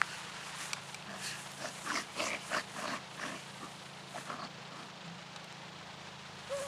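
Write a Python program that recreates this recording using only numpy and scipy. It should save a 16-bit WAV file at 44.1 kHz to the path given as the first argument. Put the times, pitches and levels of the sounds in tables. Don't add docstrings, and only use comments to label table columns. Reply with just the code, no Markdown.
import sys
import numpy as np
from scipy import signal
from scipy.fft import rfft, irfft
from scipy.io import wavfile
from scipy.ndimage import uniform_filter1d

SR = 44100
rng = np.random.default_rng(int(sys.argv[2]) if len(sys.argv) > 2 else 0)


def transcribe(u):
    v = np.clip(np.atleast_2d(u).T, -1, 1)
    q = np.round(v * 32767).astype(np.int16)
    wavfile.write(sys.argv[1], SR, q)


N = 294147
TIME = np.arange(N) / SR


def from_db(db):
    return 10 ** (np.asarray(db) / 20)


def rms_one(x):
    return x / np.sqrt(np.mean(x ** 2) + 1e-20)


def in_time(rows):
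    time_s, *columns = np.transpose(rows)
    return [np.interp(TIME, time_s, column) for column in columns]


def band(x, low_hz, high_hz, order=2):
    edges_hz = np.clip([low_hz, max(high_hz, low_hz + 5)], [10, 15], [.44 * SR, .45 * SR])
    return signal.sosfilt(signal.butter(order, edges_hz, "band", fs=SR, output="sos"), x + 1e-18)


def resonance(x, hz, width_hz, order=1):
    top_hz = np.hypot(hz, width_hz / 2) + width_hz / 2
    return rms_one(band(x, top_hz - width_hz, top_hz, order=order))


def gliding(x, hz, width_hz):
    turn = np.exp(2j * np.pi * np.cumsum(hz) / SR)
    slow = signal.sosfilt(signal.butter(2, width_hz / 2, fs=SR, output="sos"), x / turn)
    return rms_one((slow * turn).real)


def coloured(x, spectrum):
    hz, db = np.transpose(spectrum)
    bins_hz = np.maximum(np.arange(N + 1) * SR / (2 * N), 1)
    gain = from_db(np.interp(np.log(bins_hz), np.log(hz), db))
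    return rms_one(irfft(rfft(x, 2 * N) * gain)[:N])


def drift(rate_hz):
    knots = rng.standard_normal(int(N / SR * rate_hz) + 2)
    return rms_one(np.interp(TIME * rate_hz, np.arange(len(knots)), knots))


def grains(per_s, spread_db):
    size_db = spread_db * np.minimum(rng.exponential(1, N), 4)
    sizes = from_db(size_db) * rng.choice([-1, 1], N)
    return rms_one(sizes * (rng.random(N) < per_s / SR))


def swell(t, start, end, rise, fall):
    return (1 + np.tanh((t - start) / rise)) * (1 + np.tanh((end - t) / fall)) / 4


def tone_phase(hz, jitter):
    return 2 * np.pi * np.cumsum(hz * (1 + jitter * drift(220))) / SR


# (frequency [Hz], relative density [dB per Hz])
YARD_SPECTRUM = [(30, -44), (55, -9), (75, -13), (120, 3), (155, -1), (200, -4.5), (290, -3.5), (450, -0.5),
                 (850, 2), (1700, -8.5), (2900, -7), (4200, -10), (9400, -29), (15000, -20)]
# (multiple of firing rate, relative level [dB])
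ENGINE_LINES = [(2, -82.5), (4, -96), (5, -61), (6, -61), (7, -61), (8, -74.5), (10, -82), (12, -71.5)]
# (time [s], level [dB])
DRONE_LEVEL = [(0, -74), (3, -77), (5, -79), (6.67, -63)]
ENGINE_HZ, DRONE_HZ = 27.95, 88.3


def yard(air_db=-52.24, engine_db=-1.0, waver_db=1.5, clatter_db=-59.0, clatter_hz=3300, clatter_width_hz=1900):
    drone_db, = in_time(DRONE_LEVEL)
    firing_phase = 2 * np.pi * np.cumsum(ENGINE_HZ * (1 + .002 * drift(3))) / SR
    hum = np.zeros(N)
    for multiple, db in ENGINE_LINES:
        phase = round(multiple) * firing_phase - .5 * multiple * multiple
        hum += from_db(db + waver_db * drift(3.69)) * np.sin(phase)
    drone = from_db(drone_db) * np.sin(tone_phase(DRONE_HZ, jitter=0.072))
    air = coloured(rng.standard_normal(N), YARD_SPECTRUM) * from_db(air_db + .5 * drift(11))
    rasp = rng.standard_normal(N) * (1 + np.cos(firing_phase))
    clatter = from_db(clatter_db) * resonance(rasp, clatter_hz, clatter_width_hz, order=2)
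    return np.sqrt(2) * (from_db(engine_db) * hum + drone) + air + clatter


# (time [s], fur swish with still yard, relative [dB], blade treble, relative [dB])
RUSTLE = [(0.0, -47.5, -50.5), (0.65, -45.5, -48.5), (0.95, -50, -60.5), (1.74, -49.5, -49),
          (2.49, -49, -49), (3.12, -49.5, -60), (3.3, -50, -51), (3.6, -50, -51), (4.25, -50, -63),
          (4.59, -50.5, -91), (6.28, -50, -65), (6.67, -48.5, -44)]
# (start [s], end [s], relative level [dB])
SCUFFS = [(0.018, 0.25, -60), (0.55, 0.68, -44), (0.83, 0.937, -48), (1.14, 1.48, -48.5),
          (1.72, 2.067, -49.5), (2.423, 2.536, -48.5), (2.697, 2.857, -51.5), (3.127, 3.413, -52.5),
          (3.66, 3.954, -66), (4.108, 4.293, -53.5), (6.49, 6.68, -50)]
# (frequency [Hz], relative density [dB per Hz])
SWISH_SPECTRUM = [(200, -21), (500, -20), (900, -4), (1600, -4.5), (2800, -9), (4200, -12.5), (7000, -18),
                  (12000, -36)]
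# (frequency [Hz], relative density [dB per Hz])
CRACKLE_SPECTRUM = [(1500, -21), (3000, -4.5), (4500, -9), (6500, 1), (9500, 0), (12000, 4.5), (15000, -22)]
STILL_DB = -53
SCUFF_ATTACK_S, SCUFF_RELEASE_S = 0.042, 0.046


def grass(swish_db=-.5, stir_db=-6.5, scuff_db=-3.0, scuff_swish_db=-6.5):
    fur_db, blades_db = in_time(RUSTLE)
    fur = np.sqrt(np.maximum(from_db(fur_db) ** 2 - from_db(STILL_DB) ** 2, 0))
    scuff = np.zeros(N)
    for start_s, end_s, db in SCUFFS:
        scuff += from_db(db) * swell(TIME, start_s, end_s, SCUFF_ATTACK_S, SCUFF_RELEASE_S)
    swish = coloured(grains(per_s=6000, spread_db=2.5), SWISH_SPECTRUM) * from_db(1.74 * drift(70))
    crackle = coloured(grains(per_s=9000, spread_db=2.5), CRACKLE_SPECTRUM)
    crackle *= from_db(0.98 * drift(90) + 2.4 * drift(15))
    swish_gain = np.hypot(from_db(swish_db) * fur, from_db(scuff_swish_db) * scuff)
    crackle_gain = np.hypot(from_db(blades_db + stir_db), from_db(scuff_db) * scuff)
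    return swish * swish_gain + crackle * crackle_gain


# (time [s], level [dB], time to -60 dB [s],
#   modes' low edge [Hz], modes' high edge [Hz], own ring [Hz], own ring relative to modes [dB])
SNAPS = [(0.732, -24.5, 0.015, 1400, 9500, 2370, -6), (0.9446, -33.5, 0.019, 2200, 13000, 2370, -1),
         (1.024, -43, 0.014, 1400, 3980, 2800, -10), (1.517, -39, 0.011, 4000, 13000, 12200, 3),
         (5.361, -38.5, 0.023, 1000, 6960, 3860, -6), (5.443, -48, 0.016, 5000, 13000, 11700, -2),
         (5.525, -46.5, 0.014, 3000, 9000, 7450, -18), (6.568, -42, 0.0092, 4000, 10000, 7500, -1)]
# (frequency [Hz], width [Hz], relative level [dB])
SNAP_MODES = [(1120, 460, 8.5), (1610, 350, 5), (2670, 350, 5.5), (3420, 240, 0), (3900, 380, 4),
              (5300, 470, 4.5), (6000, 280, 1.5), (6860, 340, -2), (7700, 560, 3), (9300, 680, -1.5),
              (13000, 2500, 6)]


def snaps(tail_db=-20, tail_s=0.053, splinter_db=-14, ring_s=0.023, ring_rise_s=0.001):
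    out, count = np.zeros(N), 4410
    age_s = TIME[:count]
    for time_s, db, decay_s, low_hz, high_hz, ring_hz, ring_db in SNAPS:
        fade = from_db(-60 * age_s / decay_s) + from_db(tail_db - 60 * age_s / tail_s)
        crack = from_db(splinter_db) * rng.standard_normal(count) * fade
        crack[0] = 1
        modes = np.zeros(count)
        for k, (hz, width_hz, mode_db) in enumerate(SNAP_MODES):
            modes += (-1) ** k * from_db(mode_db) * resonance(crack, hz, width_hz)
        ring_fade = (1 - np.exp(-age_s / ring_rise_s)) * from_db(-60 * age_s / ring_s)
        ring = rms_one(np.sin(2 * np.pi * ring_hz * age_s) * ring_fade)
        snap = rms_one(band(modes, low_hz, high_hz, order=1)) + from_db(ring_db) * ring
        first = int(time_s * SR)
        out[first:first + count] += from_db(db) * snap / np.sqrt(np.sum(snap ** 2) / (0.002 * SR))
    return out


# (peak [dB], low edge [Hz], high edge [Hz])
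TICK = (-9, 1130, 2060)
TICK_S = .0164


def tick(tail_db=-40, tail_s=0.041):
    db, low_hz, high_hz = TICK
    tail = from_db(tail_db - 60 * np.abs(TIME - TICK_S) / tail_s)
    blow = (TIME > TICK_S) * rng.standard_normal(N) * tail
    blow[int(TICK_S * SR)] = 1
    knock = band(blow, low_hz, high_hz) + 0.068 * band(blow, 1900, 5200)
    return from_db(db) * knock / np.abs(knock).max()


# (time [s], pitch [Hz], level [dB], second harmonic [dB], third harmonic [dB])
WHINE = [(6.494, 488, -53, -72, -78), (6.503, 494, -46, -66, -72), (6.516, 540, -38.5, -60, -66),
         (6.532, 557, -35, -51, -55), (6.556, 565, -37, -52, -56), (6.58, 554, -40, -52, -60),
         (6.592, 558, -43, -55, -66), (6.602, 517, -39, -44, -50), (6.62, 566, -42, -65, -59),
         (6.645, 564, -42, -50, -64), (6.67, 553, -47, -53, -64)]
# (start [s], end [s], pitch [Hz], level [dB])
GRUMBLES = [(1.075, 1.18, 194.3, -49), (5.05, 5.195, 170.8, -50.5)]


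def voices():
    hz, db, second_db, third_db = in_time(WHINE)
    phase = tone_phase(hz, jitter=.009)
    overtones = from_db(second_db) * np.sin(2 * phase) + from_db(third_db) * np.sin(3 * phase)
    overtones *= from_db(2 * drift(140))
    whine = from_db(db) * np.sin(phase) + overtones
    out = whine * from_db(0.6 * drift(110)) * (TIME > WHINE[0][0])
    for start_s, end_s, pitch_hz, level_db in GRUMBLES:
        gate = swell(TIME, start_s, end_s, rise=0.014, fall=0.078)
        out += from_db(level_db) * np.sin(tone_phase(pitch_hz, jitter=0.047)) * gate
    return np.sqrt(2) * out


# (frequency [Hz], relative density [dB per Hz])
NOSE_SPECTRUM = [(1500, -10.5), (2800, -1), (3700, -8), (4600, 1.5), (7000, -2.5), (9500, -9), (12000, -1),
                 (15000, -35)]
# (start [s], end [s], relative level [dB],
#   muzzle resonance [Hz], upper resonance [Hz])
SNIFFS = [(0.075, 0.182, -49, 1600, 2770), (0.35, 0.503, -55, 1670, 2720), (1.225, 1.34, -44.5, 1730, 2650),
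          (2.394, 2.44, -49.5, 2280, 2940), (3.342, 3.4, -50, 2300, 2880)]
SNIFF_EDGE_S = 0.038


def sniffs(muzzle_db=-1.0, upper_db=-1.0, hiss_db=0.0):
    air = rng.standard_normal(N)
    hiss = from_db(hiss_db) * coloured(rng.standard_normal(N), NOSE_SPECTRUM)
    out = np.zeros(N)
    for start_s, end_s, db, muzzle_hz, upper_hz in SNIFFS:
        muzzle = from_db(muzzle_db) * resonance(air, muzzle_hz, 290, order=2)
        upper = from_db(upper_db) * resonance(air, upper_hz, 470, order=2)
        gate = swell(TIME, start_s, end_s, SNIFF_EDGE_S, 1.6 * SNIFF_EDGE_S)
        out += from_db(db) * (hiss + muzzle + upper) * gate
    return out


# (start [s], end [s], level [dB], start pitch [Hz], end pitch [Hz], width [Hz])
NOSTRILS = [(0.085, 0.17, -54.5, 4300, 4450, 400), (1.23, 1.315, -45.5, 4500, 4100, 520),
            (1.61, 1.69, -51.5, 5300, 6100, 1300), (1.875, 1.93, -54, 5600, 5600, 450),
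            (1.937, 1.99, -42, 5600, 4870, 1250), (1.997, 2.02, -49, 5500, 5730, 700),
            (2.18, 2.248, -46, 4560, 4500, 1100), (2.238, 2.29, -43.5, 6170, 6750, 1700),
            (2.525, 2.555, -49, 7150, 6850, 650), (2.527, 2.55, -52, 5100, 5000, 600),
            (2.563, 2.609, -46, 4730, 4550, 700), (2.853, 2.967, -51.5, 4100, 4270, 700),
            (3.23, 3.305, -52, 2700, 3380, 800), (3.2, 3.292, -55, 5650, 5800, 550),
            (4.39, 4.458, -53, 4450, 4550, 600)]
NOSTRIL_EDGE_S = .012


def nostrils(flutter_db=2.5):
    out, air = np.zeros(N), rng.standard_normal(N) * from_db(flutter_db * drift(160))
    for start_s, end_s, db, start_hz, end_hz, width_hz in NOSTRILS:
        span = slice(max(int((start_s - .06) * SR), 0), int((end_s + .06) * SR))
        hz = np.interp(TIME[span], [start_s, end_s], [start_hz, end_hz])
        gate = swell(TIME[span], start_s, end_s, NOSTRIL_EDGE_S, NOSTRIL_EDGE_S)
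        out[span] += from_db(db) * gliding(air[span], hz, width_hz) * gate
    return out


# (frequency [Hz], width [Hz]); a snort moves all but the widths
THROAT, JOWLS, MOUTH, UPPER_LIP = (244, 113), (645, 137), (1190, 303), (2590, 710)
# (time [s], relative peak [dB], ring [Hz], mouth-and-jowl ring [dB])
LIP_SLAPS = [(1.093, -34, 1680, -4), (1.646, -25.5, 600, 1), (1.656, -25.5, 1550, -2),
             (1.863, -28.5, 1400, -14), (1.874, -29, 1200, -14), (1.896, -29, 1550, -16),
             (1.903, -21, 1530, -22), (1.909, -20, 1540, -17), (1.919, -23, 1110, -18),
             (1.943, -24, 1170, -19), (1.956, -22, 1940, -5), (1.9605, -23.5, 1960, -5),
             (1.965, -33, 2000, -5), (1.972, -24, 1150, -14), (1.978, -24.5, 1120, -14),
             (1.984, -25.5, 1930, 1), (1.993, -29, 1930, -6), (2.165, -36, 600, -12),
             (2.197, -23.5, 2700, 4), (2.204, -18, 2520, -4), (2.221, -23, 584, -5), (2.232, -30, 616, 0),
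             (2.238, -30, 1080, 0), (2.25, -31, 1100, -4), (2.266, -24, 990, -5), (2.27, -24.5, 2280, -4),
             (2.282, -25, 2240, -13), (2.3045, -25, 2240, -9), (2.3165, -24, 2230, -12),
             (2.333, -22, 2280, -6), (2.348, -22.5, 2170, -22), (2.5155, -26, 1600, 8),
             (2.521, -29, 1630, 0), (2.531, -23, 1650, -3), (2.54, -24.5, 2450, -2),
             (2.5465, -18, 1390, -3.5), (2.5505, -19.5, 1600, -3), (2.5642, -20, 1130, -4),
             (2.571, -24, 1630, -6), (2.578, -26, 1190, -8), (2.764, -30, 1010, -2), (2.7905, -27, 690, 0),
             (2.821, -31, 1060, -8), (2.839, -27.5, 1090, 3), (2.855, -25, 1090, -2), (2.877, -32, 680, -3),
             (2.935, -26.5, 1200, -12), (2.9635, -30.5, 2150, -12), (3.177, -36, 1650, -2),
             (3.196, -32.5, 1060, -9), (3.215, -32, 1600, -8), (3.229, -28, 1650, -11),
             (3.237, -23, 1660, -2), (3.252, -25, 1230, 4), (3.301, -31, 1700, 0), (4.146, -33, 680, -14),
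             (4.159, -28.5, 765, -12), (4.166, -30, 665, -11), (4.1795, -29.5, 1690, 9),
             (4.302, -23.5, 1270, 1), (4.319, -26.5, 1320, -3), (4.394, -33, 1130, -10),
             (4.401, -33, 1200, -10), (4.419, -36, 1250, -10), (4.4265, -30, 1150, -10)]


def lip_slaps(level_db=-4.5, wet_db=-15, gush_db=-20, gush_s=0.025, width_share=0.25, rebound=0.44, rebound_s=0.003):
    out, count = np.zeros(N), 2205
    for time_s, db, hz, hollow_db in LIP_SLAPS:
        blow = rng.standard_normal(count) * from_db(gush_db - 60 * TIME[:count] / gush_s)
        blow[0] = 1
        blow[int(rebound_s * rng.uniform(.5, 2) * SR)] += rebound
        cavity = resonance(blow, hz, width_share * hz, order=2)
        hollow = rms_one(resonance(blow, *JOWLS, order=2) + resonance(blow, *MOUTH, order=2))
        wet = rms_one(band(blow, 330, 3400))
        slap = cavity + from_db(hollow_db) * hollow + from_db(wet_db) * wet
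        first = int(time_s * SR) - 44
        out[first:first + count] += from_db(db + level_db) * slap / np.abs(slap).max()
    return out


def lips_open(shut_share=0.34):
    shut, count = np.zeros(N), 400
    for time_s, *_ in LIP_SLAPS:
        first = int(time_s * SR) - 3 * count // 4
        shut[first:first + count] += np.hanning(count)
    return 1 - np.clip(shut_share * shut, 0, 1)


def flaps(rate_hz, jitter, open_s, uneven_db):
    gaps_s = np.exp(jitter * rng.standard_normal(1500)) / rate_hz
    at = np.cumsum(gaps_s * SR).astype(int)
    at = at[at < N]
    slaps = np.zeros(N)
    slaps[at] = from_db(uneven_db * rng.uniform(-1, 1, 1500)[:len(at)])
    gush = signal.lfilter([1], [1, -np.exp(-1 / (open_s * SR))], slaps + 1e-18)
    return rms_one(slaps), rms_one(gush)


SNORT_ATTACK_S, SMOOTH_ATTACK_S, SNORT_RELEASE_S, SNORT_SAG_DB = 0.014, 0.03, 0.023, -0.5


def snort_shape(t, start, end, flutter):
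    off_centre = np.clip((2 * t - start - end) / (end - start), -1, 1)
    attack_s = SNORT_ATTACK_S + SMOOTH_ATTACK_S * (1 - flutter) ** 2
    hold = from_db(SNORT_SAG_DB * (2.0 - off_centre ** 2))
    return swell(t, start, end, attack_s, SNORT_RELEASE_S) * hold


# (start [s], end [s], flutter [0-1], breath [dB], throat [dB], jowls relative to breath [dB],
#   lip opening relative to breath [dB], lip start [Hz], lip end [Hz], nostril hiss [dB])
SNORTS = [(0.602, 0.622, 0.6, -46.5, -48, -5, 3, 1720, 1700, -39),
          (1.071, 1.184, 0.6, -53, -58, 1.5, 2.5, 1700, 1550, -55),
          (1.596, 1.696, 0.28, -50, -50, 3.5, 3, 1540, 1660, -45.5),
          (1.868, 1.923, 0.46, -37.5, -43, -23, -2, 1560, 1680, -44),
          (1.932, 2.008, 0.43, -44, -42.5, -5, 4, 2080, 1920, -41),
          (2.166, 2.235, 0.45, -45.5, -47, 1.5, 1.5, 2480, 2680, -44.5),
          (2.215, 2.29, 0.4, -45.5, -50, -1, 1.5, 2310, 2230, -41.5),
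          (2.302, 2.363, 0.38, -46.5, -47, 1, 5.5, 2280, 2120, -50),
          (2.517, 2.561, 0.45, -41, -46, -1, 5, 1650, 1700, -43),
          (2.558, 2.597, 0.53, -40.5, -45, -5, 4, 1590, 1790, -44.5),
          (2.759, 2.895, 0.4, -45.5, -49.5, -2, 0.5, 1640, 1580, -48.5),
          (2.894, 2.97, 0.3, -42.5, -45.5, -4, 0.5, 1590, 2020, -48.5),
          (3.19, 3.297, 0.47, -46.5, -47.5, -6, 1, 1640, 1600, -53),
          (3.295, 3.364, 0.4, -48, -47.5, 0, -1, 1700, 1900, -62),
          (3.619, 3.66, 0.57, -43.5, -46.5, -15, -7, 1650, 1620, -53),
          (4.156, 4.204, .6, -56.5, -50.5, -5, 9, 1720, 1620, -52),
          (4.281, 4.354, 0.45, -43.5, -47.5, -6, -4.5, 1590, 1440, -54),
          (4.383, 4.46, 0.4, -45.5, -49, -2.5, -12, 1550, 1490, -63),
          (4.707, 4.872, 0.3, -52, -57.5, -7, -6, 1620, 1750, -59),
          (6.605, 6.617, .5, -45, -54, -1, -4, 1560, 1600, -62)]
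THROAT_RISE_HZ_PER_DB, ORDINARY_THROAT_DB = 5.5, -47
NOSE_LAG_S = 0.01
UPPER_LIP_PULL = 0.28


def snorts(slap_share=0.86, leak=0.53, lip_width_hz=356, mouth_pull=0.32, nose_chop=0.77):
    slaps, gush = flaps(rate_hz=95, jitter=.3, open_s=.0036, uneven_db=2.5)
    smooth = rng.standard_normal(N)
    chopped = rms_one(gush * rng.standard_normal(N) + slap_share * slaps)
    chopped = chopped / np.sqrt(uniform_filter1d(chopped ** 2, size=800) + 1e-6)
    hiss = coloured(rng.standard_normal(N), NOSE_SPECTRUM)
    out, passing = np.zeros(N), lips_open()
    for (start_s, end_s, flutter, breath_db, throat_db, jowl_db,
         opening_db, lip_start_hz, lip_end_hz, nostril_db) in SNORTS:
        span = slice(max(int((start_s - .1) * SR), 0), int((end_s + .12) * SR))
        t = TIME[span]
        flutter = np.clip(flutter, 0, 1)
        air = np.sqrt(1 - flutter) * smooth[span] + np.sqrt(flutter) * chopped[span]
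        air = air * passing[span]
        lip_hz = np.interp(t, [start_s, end_s], [lip_start_hz, lip_end_hz])
        lowering = (1700 / lip_hz) ** mouth_pull
        upper_hz = UPPER_LIP[0] * (lip_hz / 1700) ** UPPER_LIP_PULL
        mouth = gliding(air, MOUTH[0] * lowering, MOUTH[1])
        lips = gliding(air, lip_hz, lip_width_hz) + leak * gliding(air, upper_hz, UPPER_LIP[1])
        jowls = gliding(air, JOWLS[0] * lowering, JOWLS[1])
        puff = from_db(breath_db) * (mouth + from_db(jowl_db) * jowls + from_db(opening_db) * lips)
        throat_hz = THROAT[0] + THROAT_RISE_HZ_PER_DB * max(throat_db - ORDINARY_THROAT_DB, 0)
        puff += from_db(throat_db) * resonance(air, throat_hz, THROAT[1], order=2)
        nose = from_db(nostril_db) * hiss[span] * (1 + nose_chop * flutter * (gush[span] - 1))
        out[span] += puff * snort_shape(t, start_s, end_s, flutter)
        out[span] += nose * snort_shape(t - NOSE_LAG_S, start_s, end_s, flutter)
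    return out


def scene():
    background = yard() + grass() + snaps() + tick()
    return (background + voices() + sniffs() + nostrils() + lip_slaps() + snorts())[None]


MIC_STEP_HZ, CUTOFF_HZ = 10100, 15200


def record(dry, top_db=-14):
    thin = signal.sosfilt(signal.butter(2, 45, "high", fs=SR, output="sos"), dry)
    hz = np.arange(N + 1) * SR / (2 * N)
    step = from_db(top_db * np.clip((hz - MIC_STEP_HZ) / 600, 0, 1))
    dull = irfft(rfft(thin, 2 * N) * step)[:, :N]
    return signal.sosfilt(signal.ellip(10, .1, 80, CUTOFF_HZ, fs=SR, output="sos"), dull)


dry = scene()
out = record(dry)
transcribe(out)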